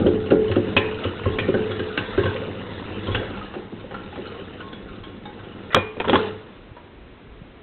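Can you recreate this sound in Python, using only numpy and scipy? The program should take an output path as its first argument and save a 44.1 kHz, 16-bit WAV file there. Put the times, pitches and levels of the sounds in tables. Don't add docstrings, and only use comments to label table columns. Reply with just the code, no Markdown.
import sys
import numpy as np
from scipy import signal
from scipy.fft import rfft, irfft
from scipy.io import wavfile

SR = 44100
rng = np.random.default_rng(int(sys.argv[2]) if len(sys.argv) > 2 else 0)


def to_wav(sig):
    pcm = np.clip(np.atleast_2d(sig), -1, 1) * 32767
    pcm = np.round(pcm).astype(np.int16)
    wavfile.write(sys.argv[1], SR, pcm.T)


N = 336042

# f/Hz, density/dB
ROOM_TONE_SPECTRUM = [(40, -14), (60, -5), (100, -1), (160, -4), (260, -2), (420, -3), (520, -8),
                      (650, -12), (1000, -14), (2000, -17), (3200, -20), (4100, -22), (5400, -40)]
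# f/Hz, t60/s
KITCHEN_T60 = [(200, 0.37), (400, 0.41), (1200, 0.52), (4000, 0.18)]
# t/s, level/dB
JOLTS = [(0.0, -52.5), (0.251, -44), (1.25, -41.5), (2.05, -44), (3.08, -35), (3.82, -46.5), (4.8, -45),
         (5.741, -58), (6.55, -52), (6.95, -49.5), (7.271, -45.5)]
# t/s, peak/dB, f/Hz, rise and fall time constant/s
BUMPS = [(6.712, -37, 109, 0.0058), (7.267, -43, 110, 0.0063), (7.416, -30, 137, 0.0036)]
# f/Hz, density/dB
CRACK_SPECTRUM = [(290, -19.5), (500, -0.5), (688, -11), (830, -10.5), (1480, -7.5), (1660, -10),
                  (2280, -16), (3260, -9.5), (4180, -23.5), (5430, -27.5), (9200, -120)]
# f/Hz, density/dB
DULL_SPECTRUM = [(76, -29), (130, -10), (146, -5.5), (201, 6.5), (237, 0), (349, 0.5), (535, -5.5),
                 (618, -19.5), (800, -13), (1040, -44.5), (1760, -120)]
# f/Hz, relative level/dB, free t60/s
BOOM_MODES = [(90.2, -14, 0.24), (101.7, -10, 0.3), (124, -13, 0.079)]
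# f/Hz, relative level/dB, free t60/s
BOWL_MODES = [(214, -11, 0.085), (265.3, 1, 0.14), (305.2, -5.5, 0.2), (358.6, -1, 0.2),
              (398.7, -2.5, 0.28), (433, -8, 0.65), (505.8, 7, 0.059), (556.5, -1, .15)]
# f/Hz, relative level/dB, free t60/s
METAL_MODES = [(724, -9, 0.38), (832.6, -3.5, 0.55), (900, -12, 0.12), (984, -2, 0.072), (1080, 3, 0.47),
               (1260, -0.5, 0.28), (1370, -1.5, 0.22), (1526, -2.5, 0.16), (1616, -4.5, 0.39),
               (1692, -0.5, .25), (1930, 0, 0.13), (2214, -9, 1), (2260, -6.5, 0.45), (2860, -1.5, 0.031),
               (2930, -15.5, 0.064), (2950, -10, 0.75), (3370, -12, 0.82), (3680, -11, 0.26),
               (4115, 7.5, 0.075)]
# f/Hz, relative level/dB, free t60/s
GLASS_MODES = [(511, 0, .2), (716, -6, .3), (883, -2, .14), (980, -6, .25), (1077, -5, .25), (1351, -6, .4),
               (1658, -6, .28), (1930, -6, .15), (2902, -8, .19), (3370, -6, .2), (2428, 0, .6),
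               (2440, -2, .6)]
# t/s, dull level/dB, bright level/dB
PRESSING = [(0.0, -22.5, -37), (0.27, -31, -43), (0.65, -29.5, -37), (1.03, -35.5, -34.5), (1.21, -36, -36),
            (1.52, -28.5, -36), (1.95, -39.5, -36.5), (2.22, -35.5, -33), (2.51, -37.5, -39),
            (3.24, -33, -36), (3.68, -42, -49), (4.32, -40, -42), (5.03, -42, -50), (5.7, -41.5, -46)]
# t/s, dull level/dB, bright level/dB
DRAGGING = [(5.72, -60, -34), (5.78, -38, -38.5), (5.93, -61, -50.5), (6.06, -34, -41), (6.12, -36, -29.5),
            (6.17, -28, -26.5), (6.24, -39.5, -32), (6.33, -40.5, -42.5), (6.45, -49, -50.5),
            (6.7, -63, -56)]
# t/s, peak under 2 kHz/dB, mean level over 2 kHz/dB, low ring f/Hz,
# high ring f/Hz, ring against crack/dB, crack fall time constant/s
KNOCKS = [(5.704, -26.5, -49, 1930, 2428, -4, .02), (5.729, -20.5, -40, 1930, 3370, -16, 0.0056),
          (5.7452, 5, -1, 1351, 3370, -36, .0022), (5.757, -5.5, -27, 511, 2428, -5.5, 0.014),
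          (5.967, -36, -44, 995, 2428, -14, 0.0062), (5.999, -16, -23.5, 876, 2440, -15, 0.0092),
          (6.042, -17.5, -39.5, 970, 2902, -18, 0.019), (6.08, -18, -29.5, 1344, 3370, -14, .005),
          (6.094, -7, -19.5, 850, 3370, -20, 0.0058), (6.13, -7.5, -23.5, 862, 3370, -11, 0.018),
          (6.154, -5.5, -22.5, 1044, 3370, -20, 0.0069)]
# t/s, peak under 2 kHz/dB, mean level over 2 kHz/dB, low ring f/Hz,
# high ring f/Hz, ring against crack/dB, share of free ring time/1
CLINKS = [(.062, -26.5, -30, 1450, 3150, -8, .46), (.26, -41, -35.5, 729, 2780, 5, 0.56),
          (.304, -20, -29.5, 1420, 2670, -3.5, 0.75), (.48, -45.5, -35, 721, 3020, -1, 0.43),
          (.513, -25.5, -32.5, 1780, 2660, -3.5, 0.61), (.557, -21, -34.5, 1490, 2740, -6, .38),
          (.765, -13.5, -12, 1040, 2550, -5.5, 0.14), (1.037, -40.5, -29, 1110, 2890, -4.5, 0.44),
          (1.256, -18.5, -43, 1075, 2950, -3, 0.35), (1.385, -20, -23, 1930, 2400, -6, .32),
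          (1.479, -31.5, -34.5, 1500, 2730, -0.5, 0.22), (1.541, -19.5, -38.5, 1534, 2970, -2, 0.23),
          (1.708, -29, -29.5, 1420, 3370, -8, 0.68), (1.793, -24, -33, 1580, 2860, -4, 0.37),
          (1.975, -16, -22, 1570, 2734, 0, 0.18), (2.143, -29, -51, 1400, 2840, 7.5, 0.32),
          (2.176, -19.5, -39, 1555, 3680, 8, 0.48), (2.233, -20, -33, 1080, 2800, -12.5, .55),
          (2.256, -20, -33, 1554, 3350, -1, 0.67), (2.359, -31.5, -32, 1260, 2430, -9.5, 0.63),
          (3.068, -33.5, -31, 1390, 3110, -2, 0.44), (3.115, -33.5, -31, 721, 3370, 1, 1),
          (3.146, -17, -22.5, 1580, 2740, -10.5, 0.65), (3.372, -32, -39.5, 829, 2740, -1, 0.34),
          (3.412, -28.5, -53, 1290, 2930, 9, 1), (3.455, -34.5, -48, 1690, 2790, 0.5, 0.84),
          (3.538, -26.5, -45, 810, 2740, -6.5, 0.39), (3.797, -40, -43.5, 732, 3680, 5, 0.38),
          (3.909, -23.5, -52, 834, 3180, -1.5, 0.27), (3.942, -23, -52, 1370, 3150, 1, 0.74),
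          (4.034, -44, -50, 1390, 3680, 7, 0.76), (4.126, -29.5, -48, 824, 2620, -6, .6),
          (4.157, -29.5, -47, 829, 2220, -8, 0.9), (4.255, -33, -42, 1370, 2950, 5, .35),
          (4.272, -43, -38, 1370, 4115, 3, 0.73), (4.343, -29.5, -59, 1090, 3070, -9.5, 0.78),
          (4.603, -28, -42, 1460, 2930, 0, 0.17), (4.627, -36, -58, 1080, 3720, 5, 1),
          (4.729, -37, -38, 1470, 3380, 0, 0.46), (4.885, -33.5, -53, 1460, 3680, 14, 0.63),
          (5.035, -42, -40, 900, 3250, 0, 0.79), (5.254, -29.5, -39, 829, 3680, 6, 0.39),
          (5.391, -39, -53, 1500, 3700, 4, .75), (5.437, -38.5, -48, 829, 3220, 0.5, .6),
          (5.519, -43, -46, 837, 2910, -7.5, .5), (6.766, -33, -62, 960, 2850, -3.5, .5)]
# t/s, peak/dB, mean boom level/dB, pitch that rings most f/Hz
THUDS = [(0.003, -16, -27, 415), (0.062, -5, -23, 355), (0.307, -11.5, -25, 232), (0.318, -2.5, -26, 352),
         (0.496, -16.5, -20, 394), (0.564, -5, -30, 336), (0.765, -8.5, -21, 407), (1.051, -15.5, -23, 317),
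         (1.261, -14.5, -15.5, 423), (1.385, -17.5, -31, 530), (1.484, -9, -37, 347),
         (1.541, -11.5, -26.5, 382), (1.694, -20, -35, 358), (1.794, -18.5, -32.5, 384),
         (1.975, -17.5, -30, 297), (2.178, -7, -19.5, 393), (2.235, -23, -23, 450), (2.257, -16, -24, 420),
         (3.08, -20, -22, 361), (3.146, -23, -23, 223), (3.211, -23.5, -46, 540),
         (3.559, -24.5, -42.5, 347), (3.841, -27.5, -50, 517), (3.913, -30, -53.5, 545),
         (4.176, -25.5, -47, 191), (4.393, -30.5, -44, 433), (5.744, -11, -32, 475),
         (5.755, -13.5, -22.5, 493), (5.968, -26.5, -45, 471), (5.998, -20, -41, 458),
         (6.075, -14.5, -36, 436), (6.091, -10, -27, 229), (6.129, -7.5, -28, 291), (6.15, -18.5, -30, 456)]

ROOM_TONE_DB, KITCHEN_DB = -46, -7
BOWL_NEARER_DB = -7
JOLT_RISE_S, JOLT_FALL_S, TREMOR_DB = 0.04, 0.11, -62
BOOM_UNDER_DULL_DB = 4.5
CREST_DB, BOOM_CREST_DB = 8, 1
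CONTACT_S = 0.36
CLINK_CRACK_S = 0.013
TICKS_DB, TICKS_RING_DB, TICKS_FREE = 6.5, 3.5, 0.59
THUD_RISE_S = 0.0024
GRABBED_S, RESTING_FREE, GRABBED_FREE = 5.6, 1, 0.79
LANDED_S, LIFTED_FREE, LANDED_FREE = 5.9, 0.68, 0.2
ROCK_S, ROCK_EVERY_S, ROCK_TAPS, ROCK_HZ = 2.348, 0.066, 6, 550
ROCK_DB, ROCK_LOSS_DB, ROCK_BOOM_DB = -22, 2.5, -11
CAPSULE_TOP, OVERLOAD = 0.8, 0.72
MIC_ROLLOFF_HZ, MIC_STOP_HZ, OUTPUT_STOP_HZ = 4000, 4984, 16000


def from_db(db):
    return 10 ** (np.asarray(db) / 20)


def rms_one(x):
    return x / np.sqrt(np.mean(x ** 2) + 1e-20)


def peak_one(x):
    return x / np.max(np.abs(x))


def add(track, s, sound):
    i = round(s * SR)
    track[i:i + len(sound)] += sound[:N - i]


def curve(rows):
    s, *columns = np.transpose(rows)
    t = np.arange(N) / SR
    return [np.interp(t, s, c, left=-99, right=-99) for c in columns]


def at_hz(points, hz):
    table = np.array(points)
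    return np.interp(np.log(hz), np.log(table[:, 0]), table[:, 1])


def band_pass(x, edges_hz):
    return signal.sosfilt(signal.butter(2, edges_hz, "band", fs=SR, output="sos"), x)


def colour(x, spectrum):
    hz = np.maximum(np.arange(len(x) // 2 + 1) * SR / len(x), 1)
    outside = (hz < spectrum[0][0]) | (hz > spectrum[-1][0])
    gain = from_db(at_hz(spectrum, hz) - 60 * outside)
    return rms_one(irfft(rfft(x) * gain, len(x)))


def drift(rate_hz):
    r = np.exp(-2 * np.pi * rate_hz * 40 / SR)
    noise = rng.standard_normal(N // 40 + 2002)
    slow = signal.lfilter([1], [1, -2 * r, r * r], noise)[2000:]
    return np.interp(np.arange(N) / 40, np.arange(len(slow)), rms_one(slow))


def grains(per_s, size_db):
    sizes = from_db(size_db * np.minimum(rng.exponential(1, N), 4))
    signed = sizes * rng.choice([-1, 1], N)
    return signed * (rng.random(N) < per_s / SR)


def patchy(x, patchy_db, rate_hz):
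    edges_hz = 400 * 2 ** np.arange(0, 4, 0.5)
    bands = [band_pass(x, edges) for edges in zip(edges_hz, edges_hz[1:])]
    return rms_one(sum(band * from_db(patchy_db * drift(rate_hz)) for band in bands))


def ring(force, hz, t60_s):
    r, w = from_db(-60 / (t60_s * SR)), 2 * np.pi * hz / SR
    return signal.lfilter([0, np.sin(w)], [1, -2 * r * np.cos(w), r * r], force + 1e-18)


def swell(rise_s, fall_s, t):
    rise = 1 - np.exp(-t / np.maximum(rise_s, 2e-4))
    return rise * np.exp(-t / np.maximum(fall_s, 1e-3))


def nearness_db(modes, pitch_hz, focus_db, most_db):
    octaves = np.log2(np.array(modes)[:, 0] / pitch_hz)
    return -np.minimum(focus_db * octaves ** 2, most_db) + rng.normal(0, 1.7, len(modes))


def struck(modes, extra_db, rise_s, free):
    hz, level_db, t60_s = np.transpose(modes)[:, :, None]
    t = np.arange(int(CONTACT_S * SR)) / SR
    phase = rng.uniform(0, 2 * np.pi, hz.shape)
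    tones = from_db(level_db + extra_db[:, None]) * np.sin(2 * np.pi * hz * t + phase)
    fall_s = free * t60_s / np.log(1000)
    return peak_one((tones * swell(rise_s, fall_s, t)).sum(axis=0))


def contacts(rows, modes):
    out, white = np.zeros(N), rng.standard_normal(N + SR)
    crack = colour(grains(4000, size_db=5.5), CRACK_SPECTRUM)
    halves = [signal.sosfilt(signal.butter(4, 2000, kind, fs=SR, output="sos"), crack)
              for kind in ("low", "high")]
    t = np.arange(int(CONTACT_S * SR)) / SR
    for s, low_db, high_db, low_hz, high_hz, ring_db, free, crack_s in rows:
        i = min(round(s * SR), N - len(t))
        here = slice(i, i + len(t))
        broad_gain = from_db(-1.2 * max(ring_db + 3.0, 0))
        for half, db, hz in zip(halves, (low_db, high_db + CREST_DB), (low_hz, high_hz)):
            rings = struck(modes, nearness_db(modes, hz, 1200.0, 18.3), 0.00033, free)
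            spot = rms_one(ring(white[here], hz, 43.0 / hz))
            rasp = broad_gain * rms_one(half[here]) + 1.26 * spot
            burst = peak_one(rasp * swell(0.002, crack_s, t))
            add(out, s, from_db(db) * peak_one(burst + from_db(ring_db) * rings))
    return out


def room_tone():
    return from_db(ROOM_TONE_DB) * colour(rng.standard_normal(N), ROOM_TONE_SPECTRUM)


def kitchen(x):
    t, tail = np.arange(SR) / SR, 0
    white = rng.standard_normal(SR)
    for low_hz in 150 * 2 ** np.arange(5):
        t60_s = at_hz(KITCHEN_T60, low_hz * np.sqrt(2))
        tail = tail + band_pass(white, [low_hz, 2 * low_hz]) * from_db(-60 * t / t60_s)
    tail = tail * (1 - np.exp(-t / 0.012))
    tail = tail / np.linalg.norm(tail) * np.sqrt(4650 / (SR / 2))
    return signal.fftconvolve(x, tail)[:N]


def jolts():
    out, t = np.full(N, from_db(TREMOR_DB)), np.arange(SR) / SR
    for s, db in JOLTS:
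        add(out, s, from_db(db) * peak_one(swell(JOLT_RISE_S, JOLT_FALL_S, t)))
    return out


def rumble(slips):
    return jolts() * rms_one(band_pass(slips, [28, 60]))


def bumps():
    out, t = np.zeros(N), np.arange(SR // 10) / SR
    for s, peak_db, hz, length_s in BUMPS:
        pulse = np.sin(2 * np.pi * hz * t) * swell(length_s, length_s, t)
        add(out, s, from_db(peak_db) * peak_one(pulse))
    return out


def grating(slips):
    dull_db, bright_db = np.maximum(curve(PRESSING), curve(DRAGGING))
    seeds = grains(150, size_db=1.0)
    dealt = rng.integers(0, len(METAL_MODES), N)
    mesh = sum(from_db(db) * ring(seeds * (dealt == k), hz, 0.033 * t60_s)
               for k, (hz, db, t60_s) in enumerate(METAL_MODES))
    rasp = patchy(colour(slips, CRACK_SPECTRUM), patchy_db=1.5, rate_hz=16.0)
    bright = rasp + from_db(-9.5) * rms_one(mesh)
    dull = colour(grains(330, size_db=2.0), DULL_SPECTRUM)
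    boom = rms_one(sum(from_db(db) * ring(slips, hz, 1.5 * t60_s) for hz, db, t60_s in BOOM_MODES))
    return (from_db(bright_db + 0.57 * drift(22)) * bright
            + from_db(dull_db + 1.1 * drift(10)) * dull
            + from_db(dull_db - BOOM_UNDER_DULL_DB) * boom)


def knocks():
    rows = []
    for *blow, crack_s in KNOCKS:
        free = LIFTED_FREE if blow[0] < LANDED_S else LANDED_FREE
        rows.append((*blow, free, crack_s))
    return contacts(rows, GLASS_MODES)


def stray_touches(count):
    s, _, bright_db = np.transpose(PRESSING)
    when, low, high, size = rng.random((count, 4)).T
    when_s = when * s[-1]
    db = np.interp(when_s, s, bright_db) + TICKS_DB + 6 * (size - 0.5)
    low_hz, high_hz = 720 * 2 ** (1.7 * low), 2200 * 2 ** (0.44 * high)
    return zip(when_s, db, db - 16.5, low_hz, high_hz, [TICKS_RING_DB] * count, [TICKS_FREE] * count)


def clinks(stray_count):
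    rows = list(CLINKS) + list(stray_touches(stray_count))
    return contacts([(*row, CLINK_CRACK_S) for row in rows], METAL_MODES)


def rocking_taps():
    taps = np.arange(ROCK_TAPS)
    tap_db = ROCK_DB - ROCK_LOSS_DB * taps
    return [(ROCK_S + k * ROCK_EVERY_S, db, db + ROCK_BOOM_DB, ROCK_HZ) for k, db in zip(taps, tap_db)]


def thuds():
    out, pulp = np.zeros(N), colour(rng.standard_normal(N + SR), DULL_SPECTRUM)
    for s, peak_db, boom_db, pitch_hz in list(THUDS) + rocking_taps():
        free = RESTING_FREE if s < GRABBED_S else GRABBED_FREE
        bowl = struck(BOWL_MODES, nearness_db(BOWL_MODES, pitch_hz, 60.0, 6.7), THUD_RISE_S, free)
        t = np.arange(len(bowl)) / SR
        puff = peak_one(pulp[round(s * SR):][:len(t)] * swell(THUD_RISE_S, 0.019 * free, t))
        add(out, s, from_db(peak_db) * peak_one(bowl + 0.41 * puff))
        boom = struck(BOOM_MODES, rng.normal(0, 4.5, len(BOOM_MODES)), 3 * THUD_RISE_S, free)
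        add(out, s, from_db(boom_db + BOOM_CREST_DB) * boom)
    return out


def scene():
    slips = grains(3000, size_db=1.5)
    background = room_tone() + rumble(slips) + bumps() + grating(slips)
    near, far = knocks(), clinks(stray_count=8) + thuds()
    echo = from_db(KITCHEN_DB) * kitchen(far + from_db(BOWL_NEARER_DB) * near)
    return (background + near + far + echo)[None]


def record(dry):
    rounded = CAPSULE_TOP * np.tanh(dry / CAPSULE_TOP)
    narrow = signal.sosfilt(signal.butter(4, MIC_ROLLOFF_HZ, fs=SR, output="sos"), rounded)
    narrow = signal.sosfilt(signal.cheby2(12, 70, MIC_STOP_HZ, fs=SR, output="sos"), narrow)
    clipped = np.clip(narrow, -OVERLOAD, OVERLOAD)
    return signal.sosfilt(signal.cheby2(12, 70, OUTPUT_STOP_HZ, fs=SR, output="sos"), clipped)


dry = scene()
out = record(dry)
to_wav(out)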